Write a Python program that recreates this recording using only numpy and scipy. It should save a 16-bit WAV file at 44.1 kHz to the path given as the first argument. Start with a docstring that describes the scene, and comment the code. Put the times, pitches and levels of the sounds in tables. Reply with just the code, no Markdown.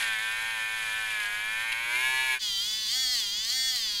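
"""A small electric foil shaver works on a stubbly neck, close by, in a quiet room.
It starts on the skin: the loaded motor runs slow, the housing buzzes, the cutter rings the foil,
stubble rasps and whiskers snap. Lifted at about 2 s, it runs faster and the buzz changes colour.
At 2.39 s the level dips briefly; then the shaving goes on at double speed, an octave higher,
pressed and lifted in turn."""
import sys
import numpy as np
from scipy import signal
from scipy.fft import rfft, irfft, next_fast_len
from scipy.io import wavfile

SR = 44100
rng = np.random.default_rng(int(sys.argv[2]) if len(sys.argv) > 2 else 0)


def generate_wav(signal):
    """Clip the signal to [-1, 1] and save it as 16-bit WAV at the path in sys.argv[1]."""
    frames = np.transpose(np.atleast_2d(signal))
    scaled = np.clip(frames, -1, 1) * 32767
    pcm = np.round(scaled).astype(np.int16)
    wavfile.write(sys.argv[1], SR, pcm)


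N = 176400

DIP_S = 2.391
SPLIT = int(DIP_S * SR)
# Sources run M samples at natural speed; CLOCK_S and table times say when a moment is heard.
CLOCK_S = np.r_[np.arange(SPLIT), np.arange(2 * SPLIT, 2 * N) / 2] / SR
M = len(CLOCK_S)

# cutter knocks in one stroke: place/strokes, relative level/dB
STROKE_KNOCKS = [(.1, 3.5), (0.331, -13), (0.582, 0), (0.802, -1.5)]
# strength of the scraping: t/s, level/dB
SCRAPE_LEVEL = [(0, -32), (.1, -40.5), (.4, -40.5), (.7, -42.5), (.85, -39), (1.0, -40.5), (1.24, -40),
                (1.42, -42.5), (1.6, -41), (1.8, -46), (1.98, -41), (2.1, -45.5), (2.33, -39.5),
                (2.47, -40), (2.55, -39.5), (2.62, -37.5), (2.72, -39.5), (2.82, -42), (2.91, -38),
                (3.0, -41), (3.1, -43.5), (3.17, -36), (3.26, -39), (3.4, -44), (3.5, -37.5), (3.57, -42),
                (3.69, -54), (3.77, -36.5), (3.86, -42.5), (4, -40)]


def from_db(db):
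    """Decibels to gain."""
    return 10 ** (np.asarray(db) / 20)


def unit_rms(x):
    """Scale to unit power."""
    return x / np.sqrt(np.mean(x ** 2) + 1e-20)


def in_time(rows):
    """A control curve at every source sample."""
    return np.interp(CLOCK_S, *np.transpose(rows))


def db_at_hz(spectrum, hz):
    """Read a spectrum on a log-frequency axis."""
    points_hz, db = np.transpose(spectrum)
    return np.interp(np.log(hz + 1), np.log(points_hz), db)


def colour(x, spectrum):
    """Filter by a spectrum, keeping the power of white noise."""
    size = next_fast_len(M + SR // 10)
    gain = from_db(db_at_hz(spectrum, np.arange(size // 2 + 1) * SR / size))
    return irfft(rfft(x, size) * unit_rms(gain), size)[:M]


def drift(corner_hz):
    """Smooth random curve of unit RMS."""
    hop = 40
    pole = np.exp(-2 * np.pi * corner_hz * hop / SR)
    slow = signal.lfilter([1], [1, -2 * pole, pole * pole], rng.standard_normal(9000))[1000:]
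    return np.interp(np.arange(M) / hop, np.arange(len(slow)), unit_rms(slow))


def housing_buzz(strokes, stroke_hz, pressure):
    """The drive shakes the housing in harmonics; pressure shifts their balance, stubble roughens them."""
    # plastic housing resonances: f/Hz, gain/dB
    housing = [(100, -70), (330, -66.5), (450, -62), (750, -68), (1000, -54.5), (1200, -60), (1400, -57),
               (1580, -41), (1720, -41), (1900, -45), (2100, -45.5), (2300, -44.5), (2430, -45.5),
               (2600, -56.5), (3000, -53.5), (3400, -52), (4000, -49.5), (4800, -75.5)]
    # drive harmonics: multiple of stroke rate, level/dB lifted, touching, light, firm, hard
    harmonics = [(1, 3, -3, 0.5, 2.5, -2.5), (2, -10.5, -11, -8, -1.5, -7), (3, 6, 6.5, -4.5, -12, -15),
                 (4, -9.5, -3, -7.5, -2, -3), (5, 5.5, 8.5, 5, 2, -1), (6, 13.5, 10, -5.5, 3.5, -5),
                 (7, 18.5, 3, 7, 11.5, 8.5), (8, 11, 9, 9, 4, -1), (9, 5, 5, 5, 4.5, -6),
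                 (10, -7, 4, 3, 6, 4), (11, 5.5, 4, 1, 0, -19), (12, -12, 6, 4.5, 8, 2),
                 (13, 12, 0, 4, 4, -39), (14, -10.5, 0, -0.5, 6, 5), (15, 7, -7.5, -11.5, -9.5, 0),
                 (16, -10, -20, 4.5, 6.5, 5.5), (17, 9.5, 12, -3.5, -18, -3), (18, 12.5, -1, -1.5, -2, 4),
                 (19, 1, 12.5, 7, -8, -33), (20, 18, 4, 3.5, 2, 9), (21, 7, 1, 7, -9, -35),
                 (22, 16.5, 11, 7.5, 9, -10), (23, -35, 5, 7, -3, 3), (24, 5.5, 4.5, 6, 10.5, 5),
                 (25, 8.5, 2, -5, -16.5, -5), (26, 8.5, -7, -30, 8, -11), (27, 7.5, 4, 9, 5, -6),
                 (28, -3, -3, -4, 0, 1), (29, 8, -10, 6, 6.5, 5), (30, -3, 6, -3, 2, -12),
                 (31, -30, -11, -16, 7, 1), (32, 12, -5, -5, -13, 4), (33, 6, -19, -11, 3.5, 0),
                 (34, -9, 5, -8, -30, -3), (35, -4, -15, -3, -1.5, -15), (36, -13, -16, -26, -6, -2)]
    flicker_db = np.interp(pressure, [0, 1], [2, 1.46])
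    chatter_hz = 47
    rough = np.minimum(0.14 * from_db(2.8 * (in_time(SCRAPE_LEVEL) + 36)), 1)
    clean = np.sqrt(2 - rough ** 2)
    lags_rad = 2.29 * np.cumsum(rng.normal(0, 1, len(harmonics)))
    out, coarse = np.zeros(M), np.arange(0, M, 20)
    for (k, *levels_db), lag_rad in zip(harmonics, lags_rad):
        drive_db = np.interp(pressure[coarse], np.linspace(0, 1, len(levels_db)), levels_db)
        db = drive_db + db_at_hz(housing, k * stroke_hz[coarse])
        db = np.interp(np.arange(M), coarse, db) + flicker_db * drift(corner_hz=10.5)
        phase_rad = 2 * np.pi * k * (strokes - STROKE_KNOCKS[0][0]) + lag_rad + rough * drift(chatter_hz)
        out += from_db(db) * (clean + rough * drift(chatter_hz)) * np.cos(phase_rad)
    return from_db(-1) * out


def cutter_knocks(strokes, pressure):
    """The cutter knocks four times a stroke and rings the foil; skin damps it and upsets the timing."""
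    # ring of the metal foil: f/Hz, relative level/dB
    foil_ring = [(3300, -35), (4300, 6), (5200, 1), (5800, -3), (6400, 1.5), (7600, 2.5), (8700, -4.5),
                 (9700, 8), (11000, 2), (13400, -6.5), (15500, -11)]
    # foil damped by the skin: pressure/0-1, level/dB
    foil_level = [(0, -41), (.25, -44), (.5, -48.5), (.75, -48), (1, -51)]
    t60_s, spread_db = 0.011, 0.5
    free_jitter_s, skin_jitter_s = 2e-6, 9e-6
    decay = from_db(-60 * np.arange(SR // 50) / SR / t60_s)
    out = np.zeros(M)
    for place, db in STROKE_KNOCKS:
        travel = strokes + 0.0021 * drift(corner_hz=3.2)
        at = np.interp(np.arange(700) + place, travel, np.arange(M))
        late, hard = rng.standard_normal((2, len(at)))
        at += late * SR * (free_jitter_s + skin_jitter_s * pressure[at.astype(int)])
        inside = (at > 20) & (at < M - 20)
        force = from_db(db + spread_db * hard[inside])
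        sample, fraction = at[inside].astype(int), at[inside] % 1
        clicks = np.bincount(sample, force * (1 - fraction), M)
        clicks += np.bincount(sample + 1, force * fraction, M)
        out += signal.oaconvolve(clicks, rng.standard_normal(len(decay)) * decay)[:M]
    return unit_rms(colour(out, foil_ring)) * from_db(np.interp(pressure, *np.transpose(foil_level)))


def stubble_rasp(strokes):
    """Stubble scrapes the foil in noise pulses, on the out and the back stroke."""
    # scraping spectrum: f/Hz, relative level/dB
    rasp = [(400, -32.5), (900, -14.5), (1300, -10.5), (1650, 0.5), (1950, 0.5), (2350, 4), (2700, -1),
            (3500, -2), (4300, -5.5), (5000, -7.5), (5700, -14.5), (6500, -10), (8500, -11), (10700, -9),
            (11900, -12), (13000, -48), (15500, -36)]
    pulsed_share, grain_db = 0.65, 1.0
    bite = np.abs(np.cos(2 * np.pi * (strokes - STROKE_KNOCKS[0][0]))) ** 2.5
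    pulses = unit_rms(1 - pulsed_share + pulsed_share * bite)
    level_db = in_time(SCRAPE_LEVEL) + grain_db * drift(corner_hz=37)
    return colour(pulses * from_db(level_db) * rng.standard_normal(M), rasp)


def room_noise():
    """Faint, steady background, mostly low rumble."""
    # background spectrum: f/Hz, relative level/dB
    room = [(20, 10), (35, 0.5), (70, 0), (115, -4.5), (170, -6), (240, -9), (330, -10.5), (700, -14.5),
            (2000, -27), (8000, -45), (16000, -47)]
    return from_db(-57.5) * colour(rng.standard_normal(M), room)


def whisker_snaps():
    """Thick whiskers snap in the cutting head, each a short noise burst."""
    # whiskers cut: t/s, relative level/dB
    cuts = [(0.0245, -21), (0.041, -22), (.1321, -24), (0.2533, -40), (.829, -35), (.871, -32),
            (1.1029, -23), (1.2016, -23.5), (1.2351, -26), (1.256, -25), (1.6, -45), (1.72, -22),
            (1.726, -22.5), (1.956, -24), (2.0081, -21), (2.868, -23), (2.8866, -27), (2.9165, -19),
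            (3.15, -23), (3.201, -21), (3.4488, -20), (3.501, -22), (3.525, -16), (3.759, -18)]
    # snap spectrum: f/Hz, relative level/dB
    snap = [(500, -27.5), (1000, -12), (1700, -5), (2300, 4.5), (3300, 0.5), (4600, -8), (6000, -18),
            (10700, -11), (12500, -25), (15500, -38)]
    t60_s, gain_db = 0.037, -6
    envelope, age_s = np.zeros(M), np.arange(SR // 20) / SR
    for t_s, db in cuts:
        start = np.searchsorted(CLOCK_S, t_s)
        envelope[start:start + len(age_s)] += from_db(db + gain_db - 60 * age_s / t60_s)[:M - start]
    return colour(envelope * rng.standard_normal(M), snap)


def dip_and_double_speed(x):
    """The level dips, then returns with everything running twice as fast."""
    fade_out_s, fade_in_s, floor_gain = 0.05, 0.049, 0.14
    joined = np.r_[x[:SPLIT], signal.resample_poly(x[SPLIT:], 1, 2)][:N]
    since_dip_s = np.arange(N) / SR - DIP_S
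    fade = np.maximum(-since_dip_s / fade_out_s, since_dip_s / fade_in_s)
    return joined * np.clip(fade + floor_gain, 0, 1)


def scene():
    """Shaver and room, centred."""
    # stroke rate at natural speed: t/s, f/Hz
    stroke_rate = [(0.0, 115.3), (0.045, 113.4), (0.155, 108.9), (0.185, 108.5), (0.224, 111.2),
                   (0.284, 111.6), (0.449, 113.7), (0.509, 114), (0.599, 110.8), (0.748, 111.3),
                   (0.888, 108.6), (0.983, 109.6), (1.102, 108.2), (1.192, 105.6), (1.247, 102.8),
                   (1.407, 105.4), (1.472, 107.6), (1.641, 112.9), (1.741, 113.9), (1.866, 117.6),
                   (2.03, 128.9), (2.12, 130.9), (2.27, 130.7), (2.39, 127.2), (2.41, 108.7), (2.52, 98.7),
                   (2.585, 97.7), (2.685, 107.1), (2.775, 109.1), (2.845, 107.6), (2.875, 106.1),
                   (2.89, 110.0), (2.935, 124.7), (2.975, 129.7), (3.025, 130.9), (3.07, 126.2),
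                   (3.12, 125.9), (3.15, 121.5), (3.2, 111.0), (3.225, 104.4), (3.27, 100.3), (3.295, 99.2),
                   (3.455, 112.4), (3.49, 117.8), (3.525, 126.8), (3.555, 129.9), (3.67, 130.6),
                   (3.705, 129.1), (3.755, 123.9), (3.79, 115.3), (3.9, 104.3), (3.99, 100.5)]
    # skin contact: t/s, pressure/0-1 (lifted to pressed hard)
    contact = [(0, 0.58), (0.17, 0.86), (0.45, 0.58), (0.7, 0.69), (1.1, 0.75), (1.27, 0.82), (1.5, 0.73),
               (1.7, 0.5), (1.9, 0.39), (2.03, 0.084), (2.15, 0.017), (2.34, 0.03), (2.44, 0.81),
               (2.55, 0.97), (2.68, 0.8), (2.83, 0.55), (2.89, 0.55), (2.96, 0.11), (3.03, 0.07),
               (3.14, 0.12), (3.2, 0.61), (3.28, 0.89), (3.42, 0.7), (3.5, 0.23), (3.56, 0.053),
               (3.7, 0.066), (3.78, 0.35), (3.86, 0.67), (4, 0.57)]
    # swell of buzz and knocks: t/s, gain/dB
    swell = [(0.005, 2.5), (0.335, 0.3), (0.515, 1.3), (0.685, -0.5), (0.935, -0.5), (1.135, -0.9),
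             (1.255, 0.9), (1.445, -1.5), (1.605, 0.5), (1.675, 0.2), (2.015, 1.5), (2.245, -0.7),
             (2.335, 0.4), (2.455, 1.6), (2.695, 0.3), (2.855, 0.1), (2.935, 2.5), (2.995, 1), (3.105, 1),
             (3.195, 3), (3.215, 1), (3.375, -0.3), (3.865, 1.5), (3.995, -0.5)]
    stroke_hz, pressure = in_time(stroke_rate), in_time(contact)
    wobble = 1 + 0.00083 * pressure * drift(corner_hz=44)
    strokes = np.cumsum(stroke_hz * wobble) / SR
    machine = housing_buzz(strokes, stroke_hz, pressure) + cutter_knocks(strokes, pressure)
    mix = from_db(in_time(swell)) * machine + stubble_rasp(strokes) + room_noise() + whisker_snaps()
    return np.tile(dip_and_double_speed(mix), (2, 1))


def record(dry):
    """Steep low-pass."""
    cutoff_hz = 15750
    return signal.sosfilt(signal.ellip(12, .1, 80, cutoff_hz, fs=SR, output="sos"), dry)


dry = scene()
out = record(dry)
generate_wav(out)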